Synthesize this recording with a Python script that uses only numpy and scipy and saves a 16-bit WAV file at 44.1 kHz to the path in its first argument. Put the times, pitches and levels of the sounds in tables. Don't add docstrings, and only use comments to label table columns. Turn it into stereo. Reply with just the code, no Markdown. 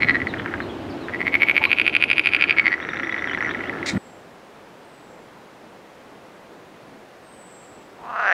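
import sys
import numpy as np
from scipy import signal
from scipy.fft import rfft, irfft
from scipy.io import wavfile

SR = 44100
rng = np.random.default_rng(int(sys.argv[2]) if len(sys.argv) > 2 else 0)


def generate_wav(sig):
    pcm = np.round(np.clip(np.atleast_2d(sig).T, -1, 1) * 32767).astype(np.int16)
    wavfile.write(sys.argv[1], SR, pcm)


N = 367353
TIME = np.arange(N) / SR
CUT_S = 3.98


def undb(db):
    return 10 ** (np.asarray(db) / 20)


def curves(table, at=TIME):
    s, *columns = np.transpose(table)
    return [np.interp(at, s, c) for c in columns]


def add(track, s, sound):
    i = max(int(s * SR), 0)
    track[i:i + len(sound)] += sound[:max(N - i, 0)]


def colour(x, points):
    hz, db = np.transpose(points)
    f = np.maximum(np.fft.rfftfreq(N, 1 / SR), 1)
    return irfft(rfft(x) * undb(np.interp(np.log(f), np.log(hz), db)), N)


def noise(points):
    x = colour(rng.standard_normal(N), points)
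    return x / np.sqrt(np.mean(x ** 2))


def walk(rate):
    knots = rng.standard_normal(4096)
    return np.interp(TIME * rate, np.arange(len(knots)), knots) * np.sqrt(3 / 2)


def swell(s, length, edge_s):
    return np.clip(np.minimum(TIME - s, s + length - TIME) / edge_s, 0, 1)


def delay(x, s):
    return np.interp(TIME - s, TIME, x, left=0)


def place(x, pan_db, wet_db, t60):
    t = TIME[:SR]
    tails = rng.standard_normal((2, SR)) * undb(-60 * t / t60) * (1 - np.exp(-t / .0024))
    tails /= np.sqrt(np.sum(tails ** 2, axis=1, keepdims=True))
    scatter = signal.fftconvolve(x[None], tails, axes=1)[:, :N]
    return x * undb(np.array([[pan_db], [-pan_db]]) / 2) + undb(wet_db) * scatter


def air(spectrum, side_eq, flutter_db):
    mid = noise(spectrum)
    side = colour(noise(spectrum), side_eq)
    stereo = mid + side * np.array([[1], [-1]])
    low = signal.sosfilt(signal.butter(1, 400, fs=SR, output="sos"), stereo)
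    return stereo + low * (undb(flutter_db * walk(9)) - 1)


# frequency in Hz, relative level in dB.
BANK_TONE = [(25, -21), (64, -14.5), (189, -2.5), (514, -1.5), (859, -5.5), (1250, -9.5), (1830, -12.5),
             (5540, -27.5), (8080, -32), (16000, -41)]
# frequency in Hz, side against mid in dB.
BANK_WIDTH = [(100, -9), (300, 3), (800, 3), (2000, 0.5), (10000, -1.5)]
def bank_air():
    return air(BANK_TONE, BANK_WIDTH, flutter_db=1.6) * undb(-45)


# frequency in Hz, relative level in dB.
BREEZE_TONE = [(25, -37), (50, -25.5), (80, -6.5), (130, -7.5), (210, -6), (335, 2.5), (450, -6), (700, -8),
               (1100, -13.5), (2000, -20.5), (3000, -23.5), (5700, -38.5), (9000, -46), (16000, -54)]
# frequency in Hz, side against mid in dB.
BREEZE_WIDTH = [(100, -14), (350, -8.5), (800, -7), (3000, -13.5), (10000, 4)]
# time in seconds, gain in dB.
BREEZE_RIDE = [(0, -32), (1.4, -32.5), (2.1, -36), (2.8, -35.5), (3.85, -32)]
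def breeze():
    gain_db, = curves(BREEZE_RIDE)
    return air(BREEZE_TONE, BREEZE_WIDTH, flutter_db=1.0) * undb(gain_db) * undb([[.7], [-.7]])


# time in seconds, level in dB.
RUMBLE_RIDE = [(0, -31.5), (.6, -37), (1, -42), (1.4, -41), (2, -58), (3.7, -44.5)]
def wind_buffet():
    level_db, = curves(RUMBLE_RIDE)
    rumble = noise([(30, -23.5), (90, 1.5), (150, -7.5), (270, 2.5), (450, -22.5), (2000, -63.5)])
    bump = noise([(50, -32), (100, -4.5), (150, -11), (205, 1), (300, -13), (1500, -65)])
    return undb(level_db) * rumble + undb(-21.5) * swell(3.928, .058, .0084) * bump


def reed_rustle():
    grain = undb(2.2 * walk(700))
    hiss = noise([(1200, -17), (2200, 7), (3000, -14), (3700, 1.5), (5500, -6.5), (7200, -10),
                  (9000, -19), (11000, -33), (16000, -42)])
    rustle = undb(-26) * swell(3.858, .048, .0064) * grain * hiss
    return place(rustle, pan_db=3.5, wet_db=-2.5, t60=.13)


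def song(notes, waver):
    out, wobble = np.zeros(N), 1 + waver * walk(400)
    for s, length, start_hz, middle_hz, end_hz, db in notes:
        u = np.linspace(0, 1, int(length * SR))
        bend = np.polyfit([0, .5, 1], [start_hz, middle_hz, end_hz], 2)
        hz = np.polyval(bend, u) * wobble[int(s * SR):][:len(u)]
        add(out, s, undb(db) * np.sqrt(8 * u * (1 - u)) * np.sin(2 * np.pi * np.cumsum(hz) / SR))
    return out


# start in seconds, length in seconds, opening pitch in Hz, dry level in dB.
WHISTLES = [(3.88, .28, 8400, -63), (4.81, .4, 8500, -70), (7.23, .46, 8480, -58), (7.38, .45, 8800, -62)]
def tree_whistles(middle_fall=.078, end_fall=.135):
    notes = [(s, length, hz, hz * (1 - middle_fall), hz * (1 - end_fall), db)
             for s, length, hz, db in WHISTLES]
    return place(song(notes, waver=.011), pan_db=-1, wet_db=2.5, t60=.7)


# start and length in seconds, opening, middle and end pitch in Hz, dry level in dB.
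CHIRPS = [(.275, .05, 4700, 3720, 3730, -44), (.38, .025, 2950, 3250, 3130, -40),
          (.605, .042, 3490, 4050, 3680, -47), (.688, .029, 3200, 3300, 2900, -45),
          (.895, .035, 5200, 4500, 4100, -51), (.995, .09, 4250, 3900, 3450, -53),
          (1.635, .045, 5100, 4200, 4000, -41.5), (3.268, .08, 3800, 3020, 4050, -39.5),
          (3.495, .027, 3200, 3600, 3710, -40.5), (3.615, .08, 3200, 2850, 3800, -45)]
RISING_CHIRP = (.025, 3300, 3620, 3650, -43)
def reed_chirps(run_start_s=2.812, period_s=.073, repeats=6):
    run = [(run_start_s + period_s * k, *RISING_CHIRP) for k in range(repeats)]
    return place(song(CHIRPS + run, waver=.035), pan_db=1.5, wet_db=-2.5, t60=.29)


# start in seconds, length in seconds, pitch in Hz, dry level in dB.
HONKS = [(1.601, 0.039, 887, -25), (1.646, 0.048, 1115, -30.5)]
def water_bird():
    out = np.zeros(N)
    for s, length, hz, db in HONKS:
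        phase = 2 * np.pi * np.cumsum(hz * (1 + .11 * walk(500))) / SR
        out += undb(db) * swell(s, length, .016) * (np.sin(phase) + undb(-11) * np.sin(2 * phase))
    return place(out, pan_db=-1, wet_db=-8, t60=.3)


def click(modes, rise_s):
    t = TIME[:SR // 20]
    ring = sum(undb(db - 60 * t / t60) * np.sin(2 * np.pi * hz * t) for hz, t60, db in modes)
    return ring * (1 - np.exp(-(t / rise_s) ** 2))


# time in seconds, dry level in dB, overtone against the sac in dB.
CHORUS_RIDE = [(0, -38.5, -45), (.6, -38.5, -43), (.68, -69, -40), (2.15, -64, -44), (2.38, -33.5, -48.5),
               (2.8, -36, -27.5), (3.48, -32, -25.5), (3.6, -36, -36)]
def frog_chorus(count=520, scatter_db=7):
    out = np.zeros(N)
    for when, pitch, size in rng.random((count, 3)):
        _, overtone_db = curves(CHORUS_RIDE, when * CUT_S)
        modes = [(1550 + 600 * pitch, .014, 0), (1400, .02, -6), (5500 + 500 * pitch, .025, overtone_db)]
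        add(out, when * CUT_S, undb(scatter_db * size) * click(modes, rise_s=.00058))
    level_db, _ = curves(CHORUS_RIDE)
    out /= np.std(out[TIME < CUT_S])
    return place(out * undb(level_db), pan_db=0, wet_db=-6.5, t60=.25)


def swimming_frog(start_s=7.99, fill_s=.34, empty_hz=820, full_hz=1700, swell_db=28, rise_s=.00039):
    out, s = np.zeros(N), start_s
    for rough, jitter, detune in rng.standard_normal((100, 3)):
        fill = np.clip((s - start_s) / fill_s, 0, 1)
        sac_hz = (empty_hz + (full_hz - empty_hz) * fill) * (1 + .033 * detune)
        overtone = (6800 - 1100 * fill, .024, -39 - 16 * (1 - fill))
        sac = click([(sac_hz, .0095, 0), overtone], rise_s)
        throat = click([(710, .018, -14), (1050, .0078, -21), (2600, .009, -22)], rise_s)
        db = -3.6 - swell_db * (1 - fill) ** 1.5 + 2.3 * rough
        add(out, s, undb(db) * (sac - throat))
        clicks_per_s = 233 * (1 - .28 * fill ** 3)
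        s += (1 + .055 * jitter) / clicks_per_s
    rasp = noise([(800, 6.5), (2600, 0), (3500, -12), (4600, -17), (6000, -38)])
    out += undb(-20.5) * np.abs(out) * rasp
    out = signal.sosfilt(signal.butter(4, [490, 7000], "band", fs=SR, output="sos"), out)
    return place(out, pan_db=-.5, wet_db=-20, t60=.15)


# start in seconds, relative level in dB.
CLUCKS = [(.339, -10.5), (.3976, -12.5), (.46, -11), (.5391, -10.5), (.6036, -12), (1.0843, -15),
          (1.0955, -18), (2.8017, -14), (2.8274, -16), (2.85, -14), (2.8894, -11), (2.9332, -15),
          (2.9444, -17), (2.9705, -13), (2.998, -9.5), (3.164, -13), (3.2738, -11.5), (3.3125, -13),
          (3.3337, -10.5), (3.3747, -11), (3.4254, -10.5), (3.4728, -14), (3.4922, -9.5), (3.5108, -10)]
# time in seconds, pitch in Hz.
CLUCK_PITCH = [(.34, 1790), (.48, 1640), (3, 1910), (3.51, 1770)]
# frequency in Hz, t60 in seconds, level against the sac in dB.
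CLUCK_BODY = [(1500, 0.0099, -16), (2450, 0.0024, -19), (3260, .004, -28)]
def clucking_frog(gain_db=3, pitch_scatter=.02):
    out = np.zeros(N)
    for (s, db), detune in zip(CLUCKS, rng.standard_normal(len(CLUCKS))):
        hz = curves(CLUCK_PITCH, s)[0] * (1 + pitch_scatter * detune)
        add(out, s, undb(db + gain_db) * click([(hz, .007, 0)] + CLUCK_BODY, rise_s=.00027))
    return place(out + undb(-7) * delay(out, .0038), pan_db=-.5, wet_db=-9.5, t60=.11)


# time in seconds, sac pitch in Hz, relative level of a note's main click in dB.
CROAK_EFFORT = [(.03, 2130, -3), (.095, 1993, -2), (.155, 1900, -8.5), (1.14, 1970, -15), (1.37, 2195, -.5),
                (1.8, 2480, .3), (2.5, 2420, .8), (2.65, 2115, -.3), (2.73, 1970, -7.5)]
TAUT_HZ = 2450
def croak_note(s, hurry, easy_gap_s=.0142, widen=1.36):
    hz, db = curves(CROAK_EFFORT, s)
    gap = easy_gap_s * (hz / TAUT_HZ) ** 1.5 * (1 - .15 * hurry)
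    pickup_db, closing_db = db - 4 * hurry, db - 31 * (1 - hurry)
    clicks = [(s - gap, pickup_db, hz), (s, db, hz), (s + gap * widen, closing_db, hz)]
    s -= gap
    for k in (1, 2, 3):
        s -= gap / widen ** k
        clicks.append((s, pickup_db - 10 * k ** .5, hz))
    return clicks


# time of the main click in seconds, hurry from 0 to 1.
CROAK_NOTES = [(.0316, .75), (.095, .85), (.1546, .8), (1.1456, .8), (1.2146, .75), (1.2787, .45),
               (1.3527, .45), (1.4318, .15), (1.4966, .85), (1.5785, .2), (1.6526, 0), (1.7295, .1),
               (1.798, .9), (1.8781, .65), (1.965, .1), (2.0385, .05), (2.1137, .8), (2.1948, .3),
               (2.2714, .65), (2.3474, .8), (2.4231, .95), (2.5082, .6), (2.596, .4), (2.6664, .95),
               (2.7275, .95)]
# start in seconds, relative level in dB.
TICKS = [(.2024, -16), (.2173, -13), (.2701, -11.5), (3.0325, -14), (3.0462, -17), (3.0707, -17),
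         (3.0946, -12.5), (3.1246, -13.5), (3.1434, -12), (3.1788, -16.5), (3.1926, -17.5), (3.2227, -17),
         (3.2424, -12.5), (3.2962, -15.5), (3.3476, -11), (3.4066, -12), (3.4467, -15), (3.46, -15),
         (3.5472, -14.5), (3.608, -18), (3.6384, -18), (3.6955, -13.5), (3.8286, -16)]
# frequency in Hz, t60 in seconds, level against the sac in dB.
CLOSE_BODY = [(1435, 0.019, -21), (2770, 0.0082, -22)]
# time in seconds, frequency in Hz, level against the sac in dB.
THROAT = [(.05, 4190, -22.5), (.16, 4050, -24), (.22, 4500, -41), (1.3, 4570, -37), (2.2, 4740, -31),
          (2.72, 4590, -27.5), (2.9, 4600, -49)]
# time in seconds, frequency in Hz, relative level in dB.
OVERTONE = [(0, 11400, -56), (1.4, 11600, -37), (1.7, 11400, -36), (1.9, 10700, -36.5), (2.3, 10300, -36),
            (2.75, 10430, -59)]
# frequency in Hz, relative level in dB.
RASP_TONE = [(2000, -20), (3200, 10), (5300, -1), (6300, -15), (8800, -18), (9800, -11), (11000, -16),
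             (12000, -33)]
def close_frog(taut_ring_s=.0091, tick_hz=2000, gain_db=3.5, rasp_db=-27):
    clicks = [(s, db, tick_hz) for s, db in TICKS]
    for s, hurry in CROAK_NOTES:
        clicks += croak_note(s, hurry)
    out = np.zeros(N)
    for (s, db, hz), detune in zip(clicks, rng.standard_normal((len(clicks), 3))):
        overtone_hz, overtone_db = curves(OVERTONE, s)
        throat_hz, throat_db = curves(THROAT, s)
        sac = (hz * (1 + .004 * detune[0]), taut_ring_s * (TAUT_HZ / hz) ** 2.8, 0)
        throat = (throat_hz * (1 + .02 * detune[1]), .019, throat_db)
        overtone = (overtone_hz * (1 + .012 * detune[2]), .016, overtone_db - 3.5)
        add(out, s, undb(db + gain_db) * click([sac, throat, overtone] + CLOSE_BODY, rise_s=.00036))
    puffs = signal.sosfilt(signal.butter(1, 70, fs=SR, output="sos"), np.abs(out))
    out += undb(rasp_db) * puffs * noise(RASP_TONE)
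    out += undb(-10) * delay(out, .003615) + undb(-19.5) * delay(out, .0062)
    return place(out, pan_db=.5, wet_db=-13, t60=.3)


def scene():
    reed_bed = close_frog() + clucking_frog() + frog_chorus() + breeze() + wind_buffet() + reed_rustle()
    bank = bank_air() + swimming_frog()
    birds = water_bird() + reed_chirps() + tree_whistles()
    before_cut = np.clip((CUT_S - TIME) / .003 + .5, 0, 1)
    return before_cut * reed_bed + (1 - before_cut) * bank + birds


def record(dry, top_hz=15600):
    sound = np.clip(dry, -1, 1) * swell(0, N / SR, .003)
    return signal.sosfilt(signal.ellip(8, .2, 70, top_hz, fs=SR, output="sos"), sound)


dry = scene()
out = record(dry)
generate_wav(out)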